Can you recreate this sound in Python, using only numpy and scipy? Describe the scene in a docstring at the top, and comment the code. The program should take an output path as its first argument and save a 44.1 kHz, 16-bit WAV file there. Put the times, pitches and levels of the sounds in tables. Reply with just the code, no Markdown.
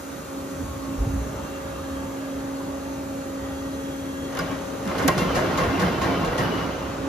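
"""A plate bending machine in an open steel shed, heard through two hand-held microphone ports.
Its rolls lurch, turn and drag a steel plate through: shaped noise makes the grinding, the slips and
the knocks, which ring the modes of the steel, while creaks and crunches are short shaking tones.
The hydraulic pump whines in a stack of tones over the roar of the power pack, which is coloured noise.
A few low thumps come before the rolling, and one faint ring far off."""
import sys
import numpy as np
from scipy import signal
from scipy.fft import rfft, irfft, next_fast_len
from scipy.io import wavfile
from scipy.ndimage import uniform_filter1d

SR = 44100
rng = np.random.default_rng(int(sys.argv[2]) if len(sys.argv) > 2 else 0)


def put_to_file(sound):
    """Save the sound as 16-bit audio at rate SR, in the file named by the first command-line argument."""
    columns = np.atleast_2d(sound).T  # one column per channel
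    safe = np.clip(columns, -1, 1)
    whole_steps = np.round(safe * 32767)
    wavfile.write(sys.argv[1], SR, whole_steps.astype(np.int16))


N = 312228
SIZE = next_fast_len(N + SR)  # room for the echo tail when filtering
HZ, TIME = np.fft.rfftfreq(SIZE, 1 / SR), np.arange(N) / SR
SIDE = np.array([[.5], [-.5]])  # left and right each take half of a difference

# load on the rolls, heard as grinding of the plate: start_s, level_db [dB]
ROLLING = [(4.25, -50), (4.4, -33.5), (4.55, -40), (4.7, -44.5), (4.84, -47), (4.9, -32), (5.2, -30.5),
           (5.4, -28.5), (5.53, -28.5), (5.62, -28.5), (5.74, -29.5), (5.86, -27.5), (5.98, -31),
           (6.1, -28), (6.34, -31.5), (6.45, -28.5), (6.6, -30.5), (6.75, -35), (7.08, -41.5)]
ROLL_START_S = ROLLING[0][0]
# relative colour of the grinding: pitch_hz [Hz], level_db [dB per Hz]
GRIND = [(150, -4), (300, 4), (600, -0.5), (1400, -2), (1750, -11), (3000, -12), (3500, -15), (6000, -20.5),
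         (10000, -70), (14300, -48), (15500, -46)]
# modes of plate and rolls: pitch_hz [Hz], level_db [dB], t60_s [s to fall by 60 dB]
STEEL = [(172.5, 9.5, 0.18), (356, 2, 0.22), (495, 4.5, 0.15), (618, 2, 0.15), (695, 3.5, 0.26),
         (1081, 4, 0.12), (1447, -1.5, 0.068), (1603, 4, 0.067), (1804, 5, 0.2), (1910, 3, 0.087),
         (2077, 5, 0.12), (2310, 2, 0.13), (2680, -7, 0.15), (2750, 9, 0.11), (2920, 7.5, 0.14),
         (3070, -1, 0.069), (3460, 1, 0.12), (4053, 3.5, 0.065), (5000, -13, 0.089)]
# slips of the plate, short ones crack, long ones scrape: start_s, level_db [relative dB],
# length_s [nominal s], treble_tilt [dB per octave], body_db [dull part, dB], heave_db [heave of the drive, dB]
SLIPS = [(4.323, -37, 0.005, -3, -11, -4), (4.347, -37, 0.0049, 5, 5, 3.5),
         (4.368, -28.5, 0.006, -5, -4.5, 1), (4.387, -27, 0.0056, 2, -2.5, -3),
         (4.405, -33, .004, -3, -5, 2), (4.413, -34, 0.0042, -5, -2, 0), (4.51, -42, 0.0077, 1, 8, 1),
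         (4.46, -43, 0.0054, -7, 4, 2), (4.851, -36.5, .005, 0, 3, 5), (4.874, -28, 0.003, -3, -8, -5),
         (4.978, -32.5, 0.021, -0.5, 6, 4.5), (5.02, -35, 0.02, -1, 5, 0),
         (5.0772, -11.5, 0.002, 8.5, -17, 0), (5.078, -17.5, 0.0041, -5.5, -3.5, 0),
         (5.0795, -16.5, 0.006, -3, -7, -1.5), (5.175, -26, 0.022, -3, -4, 9.5),
         (5.36, -30, 0.005, -8, 4, 2), (5.345, -29, 0.042, -2.5, 4.5, -5),
         (5.5704, -28.5, 0.03, -3.5, 4.5, 3.5), (5.631, -35, 0.017, -7, 5, 0),
         (5.792, -30, 0.027, -3.5, 1, 4), (5.816, -33, 0.0072, 2, 8, 1), (5.977, -41, 0.0055, -1, 8, 3),
         (6.164, -44, 0.0046, -9, 5, 0.5), (6.274, -34, 0.0055, -7.5, 6.5, 3.5),
         (6.0117, -31.5, 0.036, -4, 3.5, 2.5), (6.244, -34, 0.021, -2, -4, -1),
         (6.376, -29, 0.024, -2.5, 3.5, 7.5), (6.558, -46, 0.014, -3, -2, 2)]
# relative colour of the heavy, dull part of slips and knocks: pitch_hz [Hz], level_db [dB per Hz]
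BODY = [(150, -15.5), (400, 3.5), (1100, -0.5), (2100, -7.5), (3200, -31), (5000, -56)]
SURGE_GRIND = 0.25  # share of the drive's heave, in dB, that the grinding feels


def amp(db):
    """Turn decibels into a plain multiplier."""
    return 10 ** (np.asarray(db) / 20)


def evened(x):
    """Scale a signal to an rms (average strength) of 1."""
    return x / np.sqrt(np.mean(x ** 2) + 1e-20)


def read(points, hz):
    """Read the columns of a table between its rows, along a logarithmic pitch scale."""
    pitch_hz, *columns = np.transpose(points)
    return np.squeeze([np.interp(np.log(hz + 1), np.log(pitch_hz + 1), column) for column in columns])


def curves(rows):
    """Join the rows of a table by straight lines in time, one curve a column."""
    start_s, *columns = np.transpose(rows)
    return [np.interp(TIME, start_s, column) for column in columns]


def filtered(x, gain):
    """Multiply each frequency of a signal by its own gain."""
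    return irfft(rfft(x, SIZE) * gain, SIZE)[..., :N]


def wander(per_s):
    """Smooth random drift of rms 1; a higher per_s (in Hz) drifts faster."""
    return evened(filtered(rng.standard_normal(N), np.exp(-(HZ / per_s) ** 2)))


def bell(start_s, length_s):
    """A smooth rise and fall centred on start_s."""
    return np.exp(-(2 * (TIME - start_s) / length_s) ** 2)


def surge_db():
    """The drive heaves shortly after each slip, as a smooth change of level in dB."""
    delay_s, width_s = 0.053, 0.056
    return sum(row[-1] * bell(row[0] + delay_s, width_s) for row in SLIPS)


def rolling():
    """Dense uneven grit and scattered lumps of scale under the rolls; the drive rumbles below."""
    # relative colour of the drive's rumble: pitch_hz [Hz], level_db [dB per Hz]
    rumble_colour = [(30, -44), (55, 3.5), (100, 9.5), (200, 4), (320, -18), (450, -29.5)]
    rumble_db = -6.5  # against the grinding
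    heave_db = surge_db()
    load_db = curves(ROLLING)[0]
    turning = np.clip((TIME - ROLL_START_S) / 0.057, 0, 1)

    # about 70 lumps a second; each swells the grit for some ms
    lump_sizes = amp(0.88 * np.minimum(rng.exponential(1, N), 2.2))
    lumps = (rng.random(N) < 70. / SR) * lump_sizes
    lumpy = 1 + 0.069 * signal.lfilter([1], [1, -np.exp(-1 / (0.0032 * SR))], lumps)
    grit = rng.standard_normal((2, N)) * amp(1.44 * rng.exponential(1, N)) * lumpy
    grind = evened(filtered(grit, amp(read(GRIND, HZ))))

    uneven = rng.standard_normal((2, N)) * amp(0.48 * wander(54.0))
    rumble = evened(filtered(uneven, amp(read(rumble_colour, HZ))))
    both = amp(SURGE_GRIND * heave_db) * grind + amp(rumble_db + heave_db) * rumble
    return turning * amp(load_db) * both


def slips():
    """Each slip or crack is a short burst of grit; its dull body builds up later and lasts longer."""
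    # relative colour of the bright part: pitch_hz [Hz], level_db [dB per Hz]
    slip_colour = [(200, -16.5), (1000, -13.5), (3000, -12.5), (7000, -10), (10000, -16), (14000, -24),
                   (15500, -24)]
    count, early = 8000, 100  # samples a slip, and how many of them come before its start
    out, t, hz = np.zeros((2, N)), np.arange(count) / SR, np.fft.rfftfreq(count, 1 / SR)
    # bending waves run faster in the treble: the lag falls with the root of frequency
    lag_s = .003  # at 1 kHz, behind the highest tones
    spread = np.exp(-4j * np.pi * lag_s * np.sqrt(1000 * hz))
    for start_s, level_db, length_s, tilt_db, body_db, _ in SLIPS:
        scrape, shove = rng.standard_normal((2, 2, count))
        scrape *= 1 - np.exp(-t / (0.053 * length_s + 0.0014))
        scrape *= np.exp(-(t / (1.17 * length_s)) ** 1.15)
        shove *= 1.05 * t / (.5 * length_s + 0.0032)
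        shove *= np.exp(-t / (0.7 * length_s + 0.0039))
        tilt = tilt_db * np.log2((hz + 100) / 5000)
        bright = amp(level_db + 14.0 + read(slip_colour, hz) + tilt)
        dull = amp(level_db + 14.0 + body_db + read(BODY, hz))
        burst = irfft((rfft(scrape) * bright + rfft(shove) * dull) * spread, count)
        part = out[:, round(start_s * SR) - early:][:, :count]
        part += np.roll(burst, early, 1)
    return out


def knocks():
    """The plate rattles on the rolls: scattered dull knocks of uneven size that follow the load."""
    knocks_per_s, decay_s, size_spread_db = 110, .006, 2.5
    base_db = -8.5  # against the grinding
    sizes = amp(size_spread_db * np.minimum(rng.exponential(1, N), 2.5))
    hits = (rng.random(N) < knocks_per_s / SR) * sizes
    shape = signal.lfilter([1], [1, -np.exp(-1 / (decay_s * SR))], hits)
    shape = uniform_filter1d(shape, size=130)  # a soft start
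    dull = evened(filtered(shape * rng.standard_normal((2, N)), amp(read(BODY, HZ))))
    level_db = base_db + curves(ROLLING)[0] + SURGE_GRIND * surge_db()
    return (TIME > ROLL_START_S) * amp(level_db) * dull


def steel(grinding, blows):
    """Plate and rolls ring, most after blows; the contact creeps, driving each mode harder or softer."""
    out = grinding + blows
    drive = amp(-5.5) * grinding + amp(0.5) * blows
    for pitch_hz, level_db, t60_s in STEEL:
        r = 1000 ** (-1 / (t60_s * SR))  # what is left of the ring after one sample
        driven = drive * amp(level_db + 2.2 * wander(11.))
        pole = r * np.exp(2j * np.pi * pitch_hz / SR)
        out += 2 * signal.lfilter([1 - r], [1, -pole], driven).real
    return out


def creaks():
    """The rubbing plate locks on to one mode, which sings roughly; flakes of scale crunch at any pitch."""
    # creaks, each moved to the nearest steel mode: start_s, length_s [before dying away],
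    # pitch_hz [Hz], level_db [dB rms before roughness and fades]
    creak_rows = [(4.389, 0.0074, 1445, -28), (4.392, 0.012, 1078, -32), (4.438, 0.032, 1445, -44),
                  (4.387, 0.004, 3460, -44), (4.39, 0.0088, 5100, -42), (4.41, 0.018, 2080, -49),
                  (4.504, .03, 1078, -42), (4.86, 0.034, 172, -29.5), (5.6, 0.057, 1078, -33.5),
                  (5.1, .05, 2738, -47), (5.078, 0.008, 1915, -35), (5.083, 0.054, 2312, -46),
                  (5.078, 0.008, 698, -25), (5.081, 0.028, 1078, -26), (5.079, .007, 495, -26),
                  (6.265, .02, 495, -28), (6.209, 0.053, 1078, -37), (5.368, 0.026, 1078, -36),
                  (5.15, 0.045, 172, -28), (5.21, 0.059, 172, -29), (5.181, 0.1, 2080, -40.5),
                  (5.182, 0.034, 2738, -41), (5.19, .07, 1078, -36), (5.1, 0.056, 1915, -40),
                  (5.4, 0.036, 616, -31), (5.283, 0.051, 3070, -45), (5.322, 0.058, 2400, -46),
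                  (5.35, 0.07, 172, -37), (5.576, 0.027, 2080, -33.5), (5.58, 0.038, 1078, -29),
                  (5.59, .05, 172, -28), (5.595, 0.038, 2738, -45), (5.1, .02, 1915, -39),
                  (5.605, 0.026, 495, -29), (5.1, .03, 1607, -37), (5.788, .025, 2080, -37),
                  (5.815, 0.02, 1810, -36), (5.817, .02, 1607, -39), (5.697, 0.19, 2080, -42),
                  (5.698, 0.059, 2660, -48), (5.779, 0.051, 1078, -35), (5.78, 0.146, 172, -30.5),
                  (5.6, 0.051, 2500, -48), (5.875, 0.11, 2312, -55), (5.887, 0.081, 2660, -48),
                  (5.919, 0.069, 3070, -48), (6.6, 0.045, 2915, -43), (6.108, 0.067, 3070, -46),
                  (6.014, 0.027, 1078, -27), (6.012, 0.044, 2080, -44), (6.05, 0.065, 172, -32),
                  (6.18, 0.11, 172, -32.5), (6.073, 0.1, 2312, -45), (6.378, 0.035, 1915, -37),
                  (6.39, 0.07, 172, -27.5), (6.41, 0.054, 1810, -40), (6.43, 0.097, 2915, -46),
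                  (6.521, 0.087, 2915, -44.5), (6.71, 0.1, 2915, -54)]
    rise_s, fall_s, rough_db = .002, .009, 2.5
    waver_hz, detune = 24., .005  # rms shake of the pitch; largest share it sits off the mode
    crunch_count, crunch_s = 1300, .007  # the length is a mean, before dying away
    crunch_db = -14.  # base level against the grinding
    out, modes_hz = np.zeros((2, N)), np.transpose(STEEL)[0]
    rough = amp(rough_db * wander(69.0))
    shake = np.cumsum(waver_hz * wander(30.25)) / SR

    when, pitch, size, lasting = rng.random((crunch_count, 4)).T
    start = ROLL_START_S + when * (6.9 - ROLL_START_S)
    tone_hz = 200 * 18 ** pitch  # 200 to 3600 Hz
    load_db = curves(ROLLING)[0] + SURGE_GRIND * surge_db()
    crunch_levels_db = crunch_db + load_db[(start * SR).astype(int)] + read(GRIND, tone_hz) + 7 * size

    rows = [(start_s, length_s, modes_hz[abs(modes_hz - pitch_hz).argmin()], level_db)
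            for start_s, length_s, pitch_hz, level_db in creak_rows]
    rows += list(zip(start, 2 * crunch_s * lasting, tone_hz, crunch_levels_db))
    for (start_s, length_s, pitch_hz, level_db), chances in zip(rows, rng.random((len(rows), 3))):
        phase, off, at = chances
        t = np.arange(0, length_s + 6 * fall_s, 1 / SR)
        first = int(at * (N - len(t)))
        own = slice(first, first + len(t))  # a random stretch of roughness and shake
        fade = np.exp(-np.maximum(t - length_s, 0) / fall_s)
        shape = (1 - np.exp(-t / rise_s)) * fade * rough[own]
        turns = pitch_hz * (1 + detune * (2 * off - 1)) * t + shake[own] + phase
        tone = np.array([np.cos(2 * np.pi * turns), -np.sin(2 * np.pi * turns)])
        part = out[:, round(start_s * SR):][:, :len(t)]
        part += np.sqrt(2) * amp(level_db) * shape * tone
    return out


def whine():
    """The pump's steady pressure pulses: two strong orders and faint wavering upper ones."""
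    # the two strong orders as the microphones drift through the standing waves:
    # start_s, first_db, second_db [dB rms], first_pan, second_pan [left minus right, dB]
    drift = [(0.0, -40.5, -45, -4, 8), (0.16, -38.5, -44, -7, -6), (0.24, -55, -46, -15, 7),
             (0.35, -37, -41.5, -1, 5), (0.8, -40, -48, -7, 18), (0.95, -33, -41.5, -1, 0),
             (.99, -43, -44, -6, 2), (1.18, -36, -46.5, -4, 14), (1.24, -43, -45, -9, 6),
             (1.45, -43, -39.5, -7, 2), (1.55, -38, -40, -1, 1), (1.77, -44, -38.5, -7, 2),
             (1.87, -34.5, -39, 0, 0), (2.2, -33, -41, 0, -1), (3.3, -34.5, -39, 1, -2.5),
             (4.28, -33.5, -41, 3, 5.5), (4.67, -43.5, -40, 11, 9), (4.89, -37, -39, -5, 9),
             (5.5, -40, -38, 1, 7), (5.9, -41.5, -57, -4, 5), (6.3, -49, -43, -3, 1),
             (6.74, -45, -40, -10, 0), (7.08, -35, -37.5, -1, 1)]
    # short swells of tone near the first order's pitch: start_s [middle], length_s, level_db [dB]
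    short_swells = [(0.376, .08, -44), (0.617, 0.021, -36), (0.894, 0.22, -43), (1.03, 0.022, -36),
                    (1.146, 0.14, -39), (4.527, 0.026, -38), (4.742, 0.031, -40), (5.064, 0.028, -28),
                    (5.297, 0.12, -31.5), (5.728, 0.07, -30.5), (6.133, 0.13, -29), (6.515, 0.12, -35.5),
                    (6.652, 0.035, -32.5)]
    # the upper orders: multiple [of the pump pitch], level_db [dB rms before wavering],
    # lead [radians left leads]
    upper = [(3, -55.5, 4), (4, -68, -0.3), (5, -63, 0.5), (6, -64.5, -1.93), (7, -61, 1.5), (9, -81, 1.5),
             (10, -62.5, 1.5), (12, -83, 2), (14, -66, 1.4), (15, -68, -5), (16, -65, 2), (17, -69.5, -3.5),
             (18, -76, 5), (19, -67.5, 2), (21, -71, 1), (22, -70, 2.5)]
    # an upper order swells for a while: multiple, start_s [middle], length_s, level_db [dB rms]
    swells = [(4, 0.85, 0.5, -53), (4, 2.4, .9, -60), (6, 1.92, 1.17, -49.5), (7, 3.6, 1.3, -64),
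              (3, 3.4, 1.3, -61), (6, 3.4, 1.1, -61), (6, 4.13, 0.47, -55.5), (12, 1.85, 0.66, -59),
              (12, 3.92, 1.01, -55), (12, 6, 1.8, -65)]
    pump_hz = 272.95  # average number of pressure pulses a second
    loaded_flicker_db = 3.  # under load the first order breaks up
    first_db, second_db, first_pan, second_pan = curves(drift)
    turn = 2 * np.pi * np.cumsum(pump_hz + .5 * wander(6.18)) / SR

    first = amp(first_db) + sum(amp(level_db) * bell(start_s, length_s)
                                for start_s, length_s, level_db in short_swells)
    loaded = np.clip((TIME - ROLLING[1][0]) / .3, 0, 1)
    first = first * amp(loaded_flicker_db * loaded * wander(11.0))
    out = first * amp(SIDE * first_pan + 1.4 * wander(47.0)) * np.cos(turn - .5 * SIDE)
    second = amp(second_db + SIDE * second_pan + 1.04 * wander(30.0))
    out += second * np.cos(2 * turn + 1.04 - 1.06 * SIDE)

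    for multiple, level_db, lead in upper:
        order = round(multiple)
        level = amp(level_db) + sum(amp(top_db) * bell(start_s, length_s)
                                    for k, start_s, length_s, top_db in swells if round(k) == order)
        waver = amp(2. * wander(1.0) + 3.0 * wander(15.0))
        out += level * waver * np.cos(order * turn + lead * SIDE + 2 * np.pi * rng.random())
    return np.sqrt(2) * out


def roar():
    """Power pack and shed: random short-time spectra with drifting patches, two unrelated draws."""
    # relative colour of the roar: pitch_hz [Hz], level_db [dB per Hz]
    roar_colour = [(20, -40), (40, -20.5), (65, -6.5), (200, -5), (400, -6), (620, -14.5), (700, -16),
                   (1500, -17), (1900, -23), (3000, -26), (5200, -30.5), (6100, -26), (8000, -21.5),
                   (9600, -30), (10200, -33), (12800, -35), (13800, -28.5), (14400, -30), (15500, -58)]
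    # casing resonances: pitch_hz [Hz], width_hz [Hz], boost_db [dB]
    casing = [(70, 21.3, 5), (603, 52, 3), (790, 10, 7), (891, 10.5, 6), (981, 4.6, -5.5), (1195, 130, 0),
              (3245, 8.5, 5), (6200, 25, 8)]
    # the roar shifts as the microphones drift: start_s, level_db, bass_db, treble_db [dB]
    shifts = [(0, -35, -5.5, 0), (.7, -35, 3, 0.5), (1.4, -33.5, 1, -3), (2.5, -35, -1.5, -2),
              (4.2, -34.5, 0.5, -2), (4.8, -32, -2, -4.5), (5.5, -32, 5, -4.5), (6.3, -37.5, 4.5, -1.5),
              (7.08, -31, -2.5, -9.5)]
    frames, hz = N // 256 + 5, np.fft.rfftfreq(1024, 1 / SR)
    a, b, c, d, patches = rng.standard_normal((frames, 513, 5)).T
    patches = evened(uniform_filter1d(uniform_filter1d(patches, 8, 0), 30, 1))
    colour_db = read(roar_colour, hz)[:, None] + 1.05 * patches
    spectra = np.array([a + 1j * b, c + 1j * d]) * amp(colour_db)
    noise = signal.istft(spectra, nperseg=1024, noverlap=768)[1][:, :N]
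    peaks = 1 + sum(amp(boost_db) / (1 + (2 * (HZ - pitch_hz) / width_hz) ** 2)
                    for pitch_hz, width_hz, boost_db in casing)
    noise = evened(filtered(noise, peaks))
    bass = filtered(noise, 1 / (1 + (HZ / 200) ** 4))
    treble = filtered(noise, 1 - 1 / (1 + (HZ / 5500) ** 4))
    level_db, bass_db, treble_db = curves(shifts)
    return amp(level_db) * (noise + (amp(bass_db) - 1) * bass + (amp(treble_db) - 1) * treble)


def thumps():
    """Soft low pushes at the microphone that swing a few times, in an uneven flutter of low noise."""
    # thumps: start_s, level_db [relative dB], pitch_hz [Hz], t60_s [s to fall by 60 dB]
    pushes = [(0.351, -42, 60, .15), (0.976, -16, 53.7, 0.12), (0.999, -8, 53, 0.13),
              (1.0675, -8, 106, 0.053), (1.1, -21, 49, .3), (1.093, -20, 95, 0.056),
              (1.113, -25, 72, 0.079), (1.136, -13.5, 65, 0.14), (1.172, -11.5, 64, 0.1),
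              (1.203, -24, 60, 0.19), (1.262, -27, 100, .07), (1.325, -32, 70, 0.09),
              (1.356, -25, 65.5, 0.12)]
    flutter_s, flutter_db, rise_s, fall_s = 1.08, -33, 0.08, 0.26  # flutter_s is its strongest moment
    flutter = filtered(rng.standard_normal(N), (HZ / 60) / (1 + (HZ / 120) ** 3))
    swell = np.exp(-((TIME - flutter_s) / np.where(TIME < flutter_s, rise_s, fall_s)) ** 2)
    out = swell * amp(flutter_db + 1.7 * wander(25.)) * evened(flutter)
    for start_s, level_db, pitch_hz, t60_s in pushes:
        t = np.maximum(TIME - start_s, 0)
        soft_start = 1 - np.exp(-t * pitch_hz / 1.2)
        out += amp(level_db - 60 * t / t60_s) * soft_start * 2 * np.sin(2 * np.pi * pitch_hz * t)
    return out


def ping():
    """One faint, far, soft ring: a sine that dies quickly."""
    # the ring: start_s, level_db [relative dB], pitch_hz [Hz], t60_s [s to fall by 60 dB]
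    ring = (2.6, -45, 1000, .2)
    start_s, level_db, pitch_hz, t60_s = ring
    t = np.maximum(TIME - start_s, 0)
    soft_start = np.minimum(t / .01, 1)
    return amp(level_db - 60 * t / t60_s) * soft_start * 2 * np.sin(2 * np.pi * pitch_hz * t)


def shed(x):
    """Echo of the shed: sparse taps of random sign, each band dying at its own speed."""
    # how long the echo lasts: pitch_hz [Hz], t60_s [s to fall by 60 dB]
    echo_times = [(100, 0.47), (1000, 0.99), (4000, 0.43), (12000, 0.3)]
    taps = np.zeros((2, SR))
    at = np.arange(400, SR - 20, 20) + rng.integers(0, 20, (2, (SR - 401) // 20))
    np.put_along_axis(taps, at, rng.choice([-1., 1.], at.shape), 1)
    hz, t, spectra = signal.stft(taps, SR, nperseg=256)
    dying = amp(-60 * t / read(echo_times, hz)[:, None])
    tail = signal.istft(spectra * dying, SR, nperseg=256)[1][:, :SR]
    return filtered(x, rfft(tail / np.linalg.norm(tail[0]), SIZE))


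def stereo_width(pair):
    """Stereo width by pitch: the right channel mixes phase-turned left sound with unrelated sound."""
    # how alike left and right sound at each pitch: pitch_hz [Hz], likeness [0 to 1],
    # lead [radians left leads]
    width_rows = [(50, .995, 0), (90, .99, -.05), (160, .96, -.1), (250, .92, -.2), (600, .68, -.3),
                  (900, .5, .4), (1150, .4, 1), (1450, .1, 0), (1750, .3, -.8), (1900, .68, .2),
                  (2400, .56, .4), (2900, .56, 1), (4000, .38, .3), (5000, .3, .5), (5500, .3, -1.1),
                  (6500, .6, -1.2), (7500, .75, -2.6), (7800, 1, -np.pi), (8850, 1, -np.pi),
                  (11100, 1, -2 * np.pi), (13050, 1, -2 * np.pi), (14550, 1, -3 * np.pi), (9100, .8, -3.5),
                  (9600, .7, -4.2), (10200, .4, -5), (10700, .7, -5.9), (13300, .6, -7.2),
                  (14300, .66, -8.6)]
    same, lead = read(sorted(width_rows), HZ)
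    same = np.clip(same, 0, 1)
    left, other = rfft(pair, SIZE)
    right = (same * left + np.sqrt(1 - same ** 2) * other) * np.exp(-1j * lead)
    return irfft(np.array([left, right]), SIZE)[:, :N]


def scene():
    """Slips and knocks ring the steel, directly and by their echo; the other sounds are added."""
    blows = slips() + knocks()
    machine = steel(rolling(), blows + amp(-13.0) * shed(blows)) + creaks()
    return stereo_width(roar() + machine) + whine() + thumps() + ping()


def record(dry):
    """Cut deep bass; lean right in the bass and left in most of the treble; then limit the band."""
    edge_hz = 15600
    # pitch in Hz, left minus right in dB
    lean_db = read([(100, -0.75), (1500, -0.98), (2000, 1.2), (7000, 1.7), (8000, -0.25)], HZ)
    bass_cut = 1 - 1 / (1 + (HZ / 36) ** 6)
    leaned = filtered(dry, amp(SIDE * lean_db) * bass_cut)
    band_limit = signal.firwin(511, edge_hz, window=("kaiser", 9), fs=SR)
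    return signal.oaconvolve(leaned, band_limit[None], "same")


dry = scene()
out = record(dry)
put_to_file(out)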